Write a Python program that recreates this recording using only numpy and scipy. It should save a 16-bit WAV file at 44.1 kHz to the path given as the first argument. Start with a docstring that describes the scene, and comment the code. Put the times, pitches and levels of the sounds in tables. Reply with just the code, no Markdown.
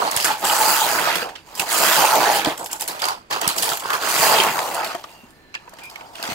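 """Knitting machine carriage, close by

A hand pushes a knitting machine carriage to and fro along its steel needle beds in a quiet room.
Needle ticks rattle the steel and like ticks at the same pace drone in the carriage shell; clacks
crack and chatter, bumps and knocks ring as short tones, and faint squeaks waver while it rests.
A small two-port microphone close by hears it all with short echoes, over the hush of the room."""
import sys
import numpy as np
from scipy import signal
from scipy.io import wavfile
from scipy.ndimage import uniform_filter1d

SR = 44100
rng = np.random.default_rng(int(sys.argv[2]) if len(sys.argv) > 2 else 0)


def store_pcm(level_fs):
    """Save levels as 16-bit WAV."""
    pcm = np.round(np.clip(level_fs, -1, 1) * 32767).astype(np.int16)
    wavfile.write(sys.argv[1], SR, np.atleast_2d(pcm).T)


N = 279594
T = np.arange(N) / SR


def gain_of(db):
    """Decibels to amplitude gain."""
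    return 10 ** (np.asarray(db) / 20)


def evened(x):
    """Scales a signal to rms 1."""
    return x / np.sqrt(np.mean(x ** 2) + 1e-20)


def read(points, hz):
    """Reads a (pitch_hz, value) table along log frequency."""
    f, value = np.transpose(points)
    return np.interp(np.log(hz + 1), np.log(f + 1), value)


def coloured(x, shape, modes=()):
    """Minimum-phase filter of unit energy: a spectrum with resonance peaks on it."""
    hz = abs(np.fft.fftfreq(2 ** 13, 1 / SR))
    db = read(shape, hz)
    for mode_hz, width_hz, peak_db in modes:
        db = db + peak_db / (1 + (2 * (hz - mode_hz) / width_hz) ** 2)
    log_gain = np.log(gain_of(np.maximum(db, -90)))
    # the Hilbert transform of the log gain gives the phase that makes the filter causal
    taps = np.fft.ifft(np.exp(np.conj(signal.hilbert(log_gain)))).real[:2 ** 12]
    return signal.oaconvolve(x, taps / np.linalg.norm(taps))[:len(x)]


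def tilted(x, bright_db, split_hz=6000):
    """Raises what lies above the split by bright_db."""
    low = signal.sosfilt(signal.butter(3, split_hz, "low", fs=SR, output="sos"), x)
    high = signal.sosfilt(signal.butter(3, split_hz, "high", fs=SR, output="sos"), x)
    return low + gain_of(bright_db) * high


def resonate(x, hz, width_hz):
    """A resonance of gain 1: shifts hz down to zero, smooths, and shifts back."""
    turn = np.exp(2j * np.pi * np.cumsum(hz * np.ones(len(x))) / SR)
    r = np.exp(-np.pi * width_hz / SR)
    smooth = signal.lfilter([1 - r], [1, -r], x / turn)
    return 2 * (turn * smooth).real


def drifting(x, spin, patchy_db, bins=5, frames=8):
    """Short-time spectra turned and shaded at random, as the paths change while things move."""
    z = signal.stft(x, nperseg=256, noverlap=192)[2]
    turn, shade = rng.standard_normal((2,) + z.shape)
    turn = evened(uniform_filter1d(uniform_filter1d(turn, size=2, axis=0), size=frames, axis=1))
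    shade = evened(uniform_filter1d(uniform_filter1d(shade, size=bins, axis=0), size=5 * frames, axis=1))
    changed = z * np.exp(1j * spin * turn) * gain_of(patchy_db * shade)
    out = signal.istft(changed, nperseg=256, noverlap=192)[1][:N]
    return out * np.linalg.norm(x) / np.linalg.norm(out)


# where the carriage stands before the two ports: start_s, left_minus_right_db, left_lag_ms
PLACE = [(0, -6, 0.47), (.45, -5, 0.16), (1.25, -6, -0.08), (2.25, -5.5, 0.15), (2.6, -5.5, 0.3),
         (3.25, -6, 0.48), (4.15, -5, 0.19), (4.75, -3.5, 0.012), (5.75, -4.5, -0.16), (6.34, -3.5, -0.17)]
# how much louder the left port hears each pitch: pitch_hz, left_minus_right_db
LEAN = [(60, 2), (120, 5), (240, 2.5), (480, 4), (950, 3), (1890, 2.5), (3770, -1.5), (7520, 3.5),
        (15000, 5)]
# how far the left port leads in phase: pitch_hz, left_lead_rad
LEAD = [(10, 0), (60, .6), (860, .55), (1700, .5), (3500, 1.2), (6000, .2), (15000, 0)]
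# scattered sound that differs between the ports: pitch_hz, level_db
SIDEWAYS = [(60, -10), (250, -9), (600, -12), (1200, -4.5), (2500, -2), (5000, -1), (9000, -4), (15000, -6)]


def ports(middle, scattered):
    """Two ports hear the source with unlike level and timing; scattered sound enters them opposed."""
    hz, t, (middle, scattered) = signal.stft([middle, scattered], SR, nperseg=512)
    start_s, pan_db, lag_ms = np.transpose(PLACE)
    lean = gain_of((read(LEAN, hz)[:, None] + np.interp(t, start_s, pan_db)) / 2)
    lagging_hz = hz * np.exp(-(hz / 3000) ** 2)  # the treble arrives by many paths
    lag = 2 * np.pi * np.outer(lagging_hz, np.interp(t, start_s, lag_ms) / 1000)
    lean = lean * np.exp(.5j * (read(LEAD, hz)[:, None] - lag))  # each port takes half the difference
    side = gain_of(read(SIDEWAYS, hz))[:, None] * scattered
    return signal.istft([(middle + side) * lean, (middle - side) / lean], SR, nperseg=512)[1][:, :N]


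# spectrum of the quiet room: pitch_hz, relative_db (per Hz)
ROOM_SPECTRUM = [(12, -13.5), (20, -4), (206, -4), (332, -2), (393, -6.5), (1790, -14.5), (2370, -16),
                 (12800, -50)]


def room_hush():
    """Steady coloured noise, drawn apart for the shared and the scattered sound at the ports."""
    hush_db = -53
    noises = rng.standard_normal((2, N))
    return ports(*[gain_of(hush_db) * evened(coloured(v, ROOM_SPECTRUM)) for v in noises])


def ticks(needles_per_s, per_s, spread_db, t60_s, pulse, count=10):
    """Random ticks of uneven size, crowding where each needle meets the cam."""
    clear_needles_per_s = 90  # below this speed the needles lose their even beat
    phase = np.cumsum(needles_per_s) / SR % 1
    beat = np.clip(pulse * np.minimum(needles_per_s / clear_needles_per_s, 1) ** 2, 0, 1)
    crowd = 1 - beat * (1 - 4 * np.exp(-4 * phase))
    size = gain_of(spread_db * np.minimum(rng.exponential(1, N), 5))
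    size = size * (rng.random(N) < per_s * crowd / SR)
    # every tick takes one of a few dying noise bursts
    kind, t = rng.integers(0, count, N), T[:1024]
    bursts = rng.standard_normal((count, len(t))) * gain_of(-60 * t / t60_s)
    return evened(sum(signal.oaconvolve(size * (kind == k), bursts[k])[:N] for k in range(count)))


# resonances of the carriage shell: pitch_hz, width_hz, level_db
SHELL_MODES = [(670, 45, -5), (346, 29, -14.5), (196, 37, -26), (1115, 24, -6.5), (1250, 49, -7),
               (1360, 310, 2), (495, 240, -12.5), (1660, 530, -1.5)]


def ringing(x):
    """The shell's modes, rung by x, each wandering slowly at random in strength and pitch."""
    wander_s, wander_db, wander_share = .18, 4, .012  # knot spacing, level and pitch spread
    knots = np.arange(0, len(x) / SR + wander_s, wander_s)
    t, out = np.arange(len(x)) / SR, np.zeros(len(x))
    for hz, width_hz, db in SHELL_MODES:
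        swell, bend = rng.standard_normal((2, len(knots)))
        mode_hz = hz * (1 + wander_share * np.interp(t, knots, bend))
        gain = gain_of(db + wander_db * np.interp(t, knots, swell)) * np.sqrt(SR / width_hz)
        out += gain * resonate(x, mode_hz, width_hz)
    return out


# the three full passes over the needles, each a list of points: start_s, shell_drone_db,
# needle_rattle_db, drone_hz (centre), bright_db (rattle above 6 kHz), ring_db (shell modes)
PASSES = [
    [(.38, -45, -56, 990, 34, 7), (.415, -46.5, -40, 960, 10.5, 9), (.44, -21.5, -32.5, 1350, -3.5, -9),
     (.48, -26, -25, 1330, 2.5, -2.5), (.74, -24.5, -21.5, 1295, 3, -1), (.95, -25, -27, 1050, 3, 0.5),
     (1.11, -26.5, -31, 991.4, -6, -0.5), (1.23, -37.5, -34, 694, -1, 8.5), (1.27, -32, -42, 680, -14, -9),
     (1.45, -67, -65, 700, -3, -15)],
    [(1.66, -38.5, -37, 850, -0.5, 8), (1.73, -29.5, -23.5, 1100, 4.5, 6), (1.85, -26, -22, 1080, 3, 5),
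     (1.92, -23.5, -20.5, 1260, 3, 2.5), (2.1, -20.5, -23, 1160, 1, -7.5),
     (2.28, -19.5, -26.5, 830, -3, 1.5), (2.37, -25.5, -23, 847, -0.5, 0.5),
     (2.42, -35.5, -34.5, 840, 1, 9.5), (2.46, -27, -49, 804, -14, 0)],
    [(3.99, -38.5, -39, 1230, -12, -4.5), (4.02, -27, -30.5, 1260, -0.5, 1),
     (4.22, -22.5, -20, 1090, 3.5, 0), (4.31, -18.5, -22, 1135, 2, -2.5),
     (4.5, -23.5, -29.5, 1160, -2, -1.5), (4.54, -27, -31.5, 1020, 1.5, -3.5),
     (4.75, -28.5, -36.5, 854, 0, -0.5), (4.92, -37, -38.5, 677, -9.5, 3),
     (5.0, -44.5, -46, 680, -5.5, -8.5), (5.1, -51, -62, 680, 0, 1.5)],
]
# short shoves and creeps of the carriage: start_s, length_s, shell_db, rattle_db,
# swell_db (over the length), drone_hz (centre), bright_db (rattle above 6 kHz), ring_db (shell modes)
SHOVES = [(-.03, 0.11, -25, -30, 2.5, 1200, -8, -7.5), (0.098, 0.11, -26, -32, -2.5, 890, -1, -4),
          (0.25, 0.082, -26, -29, -3, 1500, -3.5, -6), (1.445, 0.18, -54.5, -56, 23, 800, -4, -9.5),
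          (2.447, 0.056, -21.5, -32, -2, 890, -2, -0.5), (2.578, 0.07, -28.5, -41.5, -8, 829, -4, -7),
          (2.687, 0.064, -35.5, -45, -2, 890, -3, -1), (2.795, .04, -30.5, -45, -3, 700, -6, -2.5),
          (2.871, .11, -30.5, -42, -4, 870, -5, 0), (3.008, 0.099, -23, -27.5, -2.5, 1080, -9, -37),
          (3.298, 0.075, -22.5, -24.5, -5, 1130, -11, -8.5), (3.4, 0.11, -25.5, -33, -2.5, 1200, -10, -0.5),
          (3.543, 0.19, -31.5, -31, 5, 990.3, -0.5, -3.5), (3.803, .15, -35, -40.5, 14, 1250, -4.5, -20),
          (5.077, 0.22, -46, -50, -15, 910, -2, -3.5), (5.58, 0.35, -56, -62, 7.5, 895, -9.5, -8.5),
          (5.899, 0.24, -44, -49.5, -5, 830, -7.5, -11), (6.122, 0.2, -49.5, -47, 18, 895, -9, 0)]


def motion():
    """Adds the power of all movements; drone pitch, brightness and ring are averaged over them, weighted by
    shell power."""
    rise_s, fall_db_per_s = .025, 260  # how a shove sets in and dies
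    rest_shell_db, rest_rattle_db = -72, -63  # the hand never holds the carriage quite still
    moves = []
    for points in PASSES:
        s, shell_db, steel_db, *tone = np.transpose(points)
        on = (T >= s[0]) & (T < s[-1])
        levels = [on * gain_of(np.interp(T, s, db)) for db in (shell_db, steel_db)]
        moves.append(levels + [np.interp(T, s, c) for c in tone])
    for start_s, length_s, shell_db, steel_db, swell_db, *tone in SHOVES:
        u = T - start_s
        push_db = swell_db * np.clip(u / length_s, 0, 1) - fall_db_per_s * np.maximum(u - length_s, 0)
        push = np.clip(u / rise_s, 0, 1) * gain_of(push_db)
        levels = [push * gain_of(shell_db), push * gain_of(steel_db)]
        moves.append(levels + [np.full(N, c) for c in tone])
    shell, steel, *tone = np.transpose(moves, (1, 0, 2))
    share = shell ** 2 + 1e-12  # each movement's tone counts by its shell power
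    shell_gain = np.linalg.norm(shell, axis=0) + gain_of(rest_shell_db)
    steel_gain = np.linalg.norm(steel, axis=0) + gain_of(rest_rattle_db)
    return shell_gain, steel_gain, *(share * tone).sum(axis=1) / share.sum(axis=0)


# spectrum of the carriage shell: pitch_hz, relative_db (per Hz)
SHELL_SPECTRUM = [(40, -50), (120, -12.5), (250, -15), (400, -4.5), (650, -4.5), (900, 0), (1400, -3),
                  (2000, -13), (3000, -31.5), (5000, -39.5)]
# the shell's strongest mode comes, goes and bends over time:
# start_s, pitch_hz, level_db (over the drone)
MAIN_MODE = [(.2, 875, -45), (.3, 856, 1), (.76, 878, 0), (.93, 813, -3.5), (1.0, 790, -37),
             (1.95, 860, -21), (2.0, 864, 4), (2.2, 860, -13.5), (2.4, 815, 2.5), (2.44, 870, -19.5),
             (4.18, 905, -25), (4.23, 863, -13.5), (4.5, 890, -7), (4.65, 890, -20)]
# spectrum of the steel needles and beds: pitch_hz, relative_db (per Hz)
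STEEL_SPECTRUM = [(880, -38), (1500, -0.5), (2290, -1.5), (4830, -5), (5650, -6.5), (10600, -9.5),
                  (12400, -10), (15700, -8.5)]
# resonances standing out of that spectrum: pitch_hz, width_hz, level_db
STEEL_MODES = [(3020, 400, 3), (4800, 700, 3), (7650, 1200, 5), (9650, 600, 5), (12400, 2000, 5)]


def carriage():
    """Needle ticks ring the steel, and like ticks at the same pace drone in the shell."""
    shell_gain, steel_gain, drone_hz, bright_db, ring_db = motion()
    # a faster carriage rattles louder, so the needle rate is read from the rattle level
    creep_needles_per_s, top_needles_per_s, top_rattle_db = 35, 150, -21
    speed = (steel_gain / gain_of(top_rattle_db)) ** .6
    needles_per_s = creep_needles_per_s + (top_needles_per_s - creep_needles_per_s) * speed

    shake = ticks(needles_per_s, 5000, 1.0, 0.01, .4)
    shell = coloured(shake, SHELL_SPECTRUM)
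    drone = evened(shell + 3.5 * resonate(shell, drone_hz, 790))
    shell = drone + gain_of(ring_db) * evened(ringing(shake))
    s, main_hz, main_db = np.transpose(MAIN_MODE)
    main = evened(resonate(shake, np.interp(T, s, main_hz), width_hz=30))
    shell = shell + gain_of(np.interp(T, s, main_db)) * main

    rattle = ticks(needles_per_s, 4500, 2, .009, .5)
    steel = tilted(coloured(rattle, STEEL_SPECTRUM, STEEL_MODES), bright_db)
    return drifting(shell_gain * shell + steel_gain * steel, spin=0, patchy_db=2.0)


# cams, latches and loose needles: start_s, level_db (burst), pitch_hz (ring),
# bright_db (above 6 kHz), t60_s (tail)
CLACKS = [(0.113, -37.5, 6500, 22, 0.048), (0.164, -16.5, 9150, 4, 0.05), (0.1722, -17.5, 6300, 2, 0.21),
          (0.2006, -16.5, 4970, 1, 0.38), (0.2446, -12.5, 1500, 5.5, 0.23), (0.2787, -19, 1710, -10, 0.18),
          (0.3087, -19, 2420, -10, 0.2), (0.444, -19, 7640, 3.5, 0.4), (0.497, -14.5, 2939, -12, 0.091),
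          (1.1548, -14.5, 1450, 1, 0.11), (1.29, -30, 1500, -8, 0.11), (1.354, -28.5, 2720, -22, 0.16),
          (1.552, -39, 5070, 16.5, 0.13), (1.5747, -28, 7600, 4, 0.37), (1.5961, -15.5, 2560, 5, 0.14),
          (1.68, -38, 1800, -5, 0.084), (2.154, -16, 12500, 2, 0.036), (2.4468, -16.5, 3410, -1, 0.086),
          (2.459, -19, 4700, -15, 0.056), (2.5762, -33.5, 7700, 9, 0.3), (2.643, -48.5, 7450, 24.5, 0.12),
          (2.66, -25.5, 11400, 3.5, 0.08), (2.713, -43, 7450, 20.5, 0.27), (2.73, -31.5, 7400, 13, 0.036),
          (2.797, -30, 7530, 6.5, 0.28), (2.809, -24.5, 9300, 8.5, 0.034), (2.819, -25, 4830, 8, 0.094),
          (2.8777, -27, 9350, 9, 0.057), (2.884, -21.5, 4320, 6, 0.18), (2.993, -27, 3670, 1, 0.34),
          (3.019, -21.5, 4960, -1, 0.082), (3.04, -21, 4700, -7, 0.063), (3.054, -19, 4200, 3, 0.049),
          (3.085, -22.5, 4700, 2, 0.073), (3.309, -23.5, 1630, -3.5, 0.08), (3.3259, -18, 2110, -10, 0.21),
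          (3.4138, -23.5, 1840, 8.5, 0.039), (3.477, -16.5, 9050, 7, 0.046), (3.4886, -16, 4260, 1.5, 0.2),
          (3.562, -30, 7600, 7.5, 0.49), (3.5806, -23, 4927, 11.5, 0.12), (3.6236, -12.5, 9450, 1.5, 0.18),
          (3.691, -23, 3367, 4, 0.064), (3.7, -21.5, 7600, 1, 0.05), (3.721, -25, 3960, 0, 0.018),
          (3.772, -22.5, 12400, -0.5, 0.03), (3.796, -26, 7600, 2.5, 0.17), (3.8598, -26.5, 1570, -5, 0.13),
          (3.9034, -18, 1690, -3.5, 0.03), (3.933, -17.5, 1430, -1.5, 0.13),
          (4.0865, -27.5, 9300, 10.5, 0.16), (4.3839, -15.5, 3530, -9, 0.069), (4.4, -7, 2980, -7.5, .11),
          (4.4354, -17, 1810, 3.5, 0.063), (4.5901, -18.5, 2670, -8, 0.054),
          (4.745, -35, 9100, 13.5, 0.081), (4.845, -22, 4430, 0, 0.13), (4.873, -33.5, 7600, 4, 0.054),
          (4.9499, -29, 1610, -3.5, 0.066), (5.0396, -31, 3190, -22, 0.052), (5.306, -52.5, 1760, 8, .048),
          (5.5423, -29.5, 2350, -31, 0.083), (5.55, -29, 2410, -25, 0.029), (5.694, -52.5, 2400, 14, 0.038),
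          (5.737, -42, 1760, 3, 0.032), (5.77, -43, 5130, -12, .06), (5.7856, -33.5, 1100, -6, 0.18),
          (5.835, -34, 2360, 2, 0.14), (5.898, -36.5, 5000, 1.5, 0.16), (5.9572, -32.5, 2200, -7.5, 0.054),
          (6.0086, -38, 2380, -18.5, 0.084), (6.154, -31.5, 3400, -5, 0.086),
          (6.2271, -22, 4980, -1, 0.026), (6.2362, -22, 1630, -7, 0.15), (6.253, -29, 2400, -2, .04),
          (6.275, -27.5, 1980, -1.5, 0.029)]


def clacks():
    """Each clack is a sharp crack with a chattering tail, in the steel and in the shell."""
    crack_rise_s, crack_t60_s, tail_share, chatter_db = .0005, .014, .38, 3
    crisp_t60_s = .07  # clacks that drag on longer scrape more than they crack
    knock_db, knock_db_per_octave = -19, -7  # share that knocks in the shell, more for low parts
    steel, shell = np.zeros(N + SR), np.zeros(N + SR)
    t = T[:SR // 4]
    for start_s, db, hz, bright_db, t60_s in CLACKS:
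        at, t60_s = round(start_s * SR), max(t60_s, .01)
        strike, knock, bounce = rng.standard_normal((3, len(t)))
        die = gain_of(-60 * t / t60_s)
        chatter = gain_of(chatter_db * evened(uniform_filter1d(bounce, size=130)))  # loose part bounces on
        crack = min(crisp_t60_s / t60_s, 1) * gain_of(-60 * t / crack_t60_s)
        fall = (crack + tail_share * chatter * die) * np.minimum(t / crack_rise_s, 1)
        burst = strike * fall
        part = burst + 1.65 * resonate(burst, hz, 0.1 * hz)  # the struck part has its own pitch
        steel[at:at + len(t)] += gain_of(db) * tilted(part, bright_db)
        shell_db = db + knock_db + knock_db_per_octave * np.log2(hz / 3000)
        shell[at:at + len(t)] += gain_of(shell_db) * knock * die
    steel = signal.lfilter(*signal.butter(1, 15000, fs=SR), steel)  # less of the highest treble
    steel = coloured(steel, STEEL_SPECTRUM, STEEL_MODES)
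    return (steel + coloured(shell, SHELL_SPECTRUM) + 0.2 * ringing(shell))[:N]


# the carriage bumps the bed or a lever knocks: start_s, level_db (main tone), pitch_hz, t60_s
THUMPS = [(0.165, -21, 136, 0.027), (1.224, -19.5, 497, 0.059), (1.595, -27, 188, 0.071),
          (2.471, -11.5, 298, 0.064), (2.467, -11, 565, 0.022), (3.473, -10.5, 203, 0.015),
          (3.67, -20, 889, 0.15), (3.692, -30, 337, 0.053), (3.718, -19, 1310, 0.059),
          (3.857, -11.5, 1100, 0.019), (3.903, -14, 1150, 0.032), (4.397, -16.5, 388.9, 0.088),
          (4.59, -19, 893, 0.034), (4.948, -17, 690, 0.064), (5.042, -24.5, 1201, 0.033),
          (5.234, -34.5, 225, 0.053), (5.5517, -15, 2694, 0.012), (5.557, -24, 1746, 0.036),
          (5.677, -31, 954, 0.053), (5.733, -35, 643, 0.077), (5.958, -30, 2170, 0.037),
          (6.009, -31, 924.2, 0.053), (6.196, -26.5, 670, 0.047), (6.288, -23.5, 230, 0.052),
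          (6.319, -25, 131, 0.033)]


def thumps():
    """Short rings that swell in a moment, with weaker overtones, an undertone and a broad puff."""
    out, t = np.zeros(N + SR), T[:SR // 3]
    for start_s, db, hz, t60_s in THUMPS:
        ring = np.zeros(len(t))
        for ratio, share in [(1, 1), (1.6, .2), (0.522, .28), (2.7, .14)]:
            ring += share * np.sin(2 * np.pi * ratio * hz * t)
        puff = resonate(resonate(rng.standard_normal(len(t)), 1.2 * hz, hz), 1.2 * hz, hz)
        ring = ring + .28 * evened(puff)
        rise = np.minimum(t * hz / 0.47, 1)  # about half a cycle
        out[round(start_s * SR):][:len(t)] += gain_of(db - 60 * t / t60_s) * ring * rise
    return out[:N]


# faint squeaks of the resting carriage: start_s, end_s, pitch_hz, width_hz, level_db
SQUEAKS = [(5.22, 5.72, 1770, 50, -59), (5.07, 5.28, 2760, 60, -54), (5.33, 5.73, 4100, 30, -63),
           (5.812, 5.9, 2400, 14, -41), (5.8, 5.93, 4950, 250, -55)]


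def squeaks():
    """Thin wavering tones blurred by rubbing noise, swelling and fading."""
    out = np.zeros(N)
    for start_s, end_s, hz, width_hz, db in SQUEAKS:
        rub, waver = rng.standard_normal((2, N))
        band = evened(resonate(resonate(rub, hz, width_hz), hz, width_hz))
        tone_hz = hz + 0.66 * width_hz * evened(uniform_filter1d(waver, size=2500))
        tone = np.sin(2 * np.pi * np.cumsum(tone_hz) / SR)
        swell = np.sin(np.pi * np.clip((T - start_s) / (end_s - start_s), 0, 1)) ** .4
        out += gain_of(db) * (.25 * band + tone) * swell
    return out


def echoes(x, t60_s):
    """A dying spray of reflections: decaying noise taps of energy 1."""
    t = T[:SR // 2]
    taps = rng.standard_normal(len(t)) * gain_of(-60 * t / t60_s)
    return signal.oaconvolve(x, taps / np.linalg.norm(taps))[:N]


def scene():
    """The machine, placed as the carriage travels, with its echoes over the hush of the room."""
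    machine = carriage() + clacks() + thumps()
    reflected = drifting(echoes(machine, t60_s=.2), spin=2.5, patchy_db=0)
    machine = machine + gain_of(-11) * reflected + squeaks()
    scattered = drifting(machine, spin=2.61, patchy_db=1.0)
    # the machine's sound is kept above the deep bass
    above_bass = signal.butter(2, 70, "high", fs=SR, output="sos")
    near = signal.sosfilt(above_bass, ports(machine, scattered))
    return near + room_hush()


def record(dry):
    """The recorder rounds off the highest peaks, then limits the band."""
    edge_hz = 15800
    soft = dry / (1 + (abs(dry) / 1.05) ** 4) ** .25
    low_pass = signal.firwin(511, edge_hz, window=("kaiser", 6), fs=SR)
    return signal.oaconvolve(soft, low_pass[None], "same")


dry = scene()
out = record(dry)
store_pcm(out)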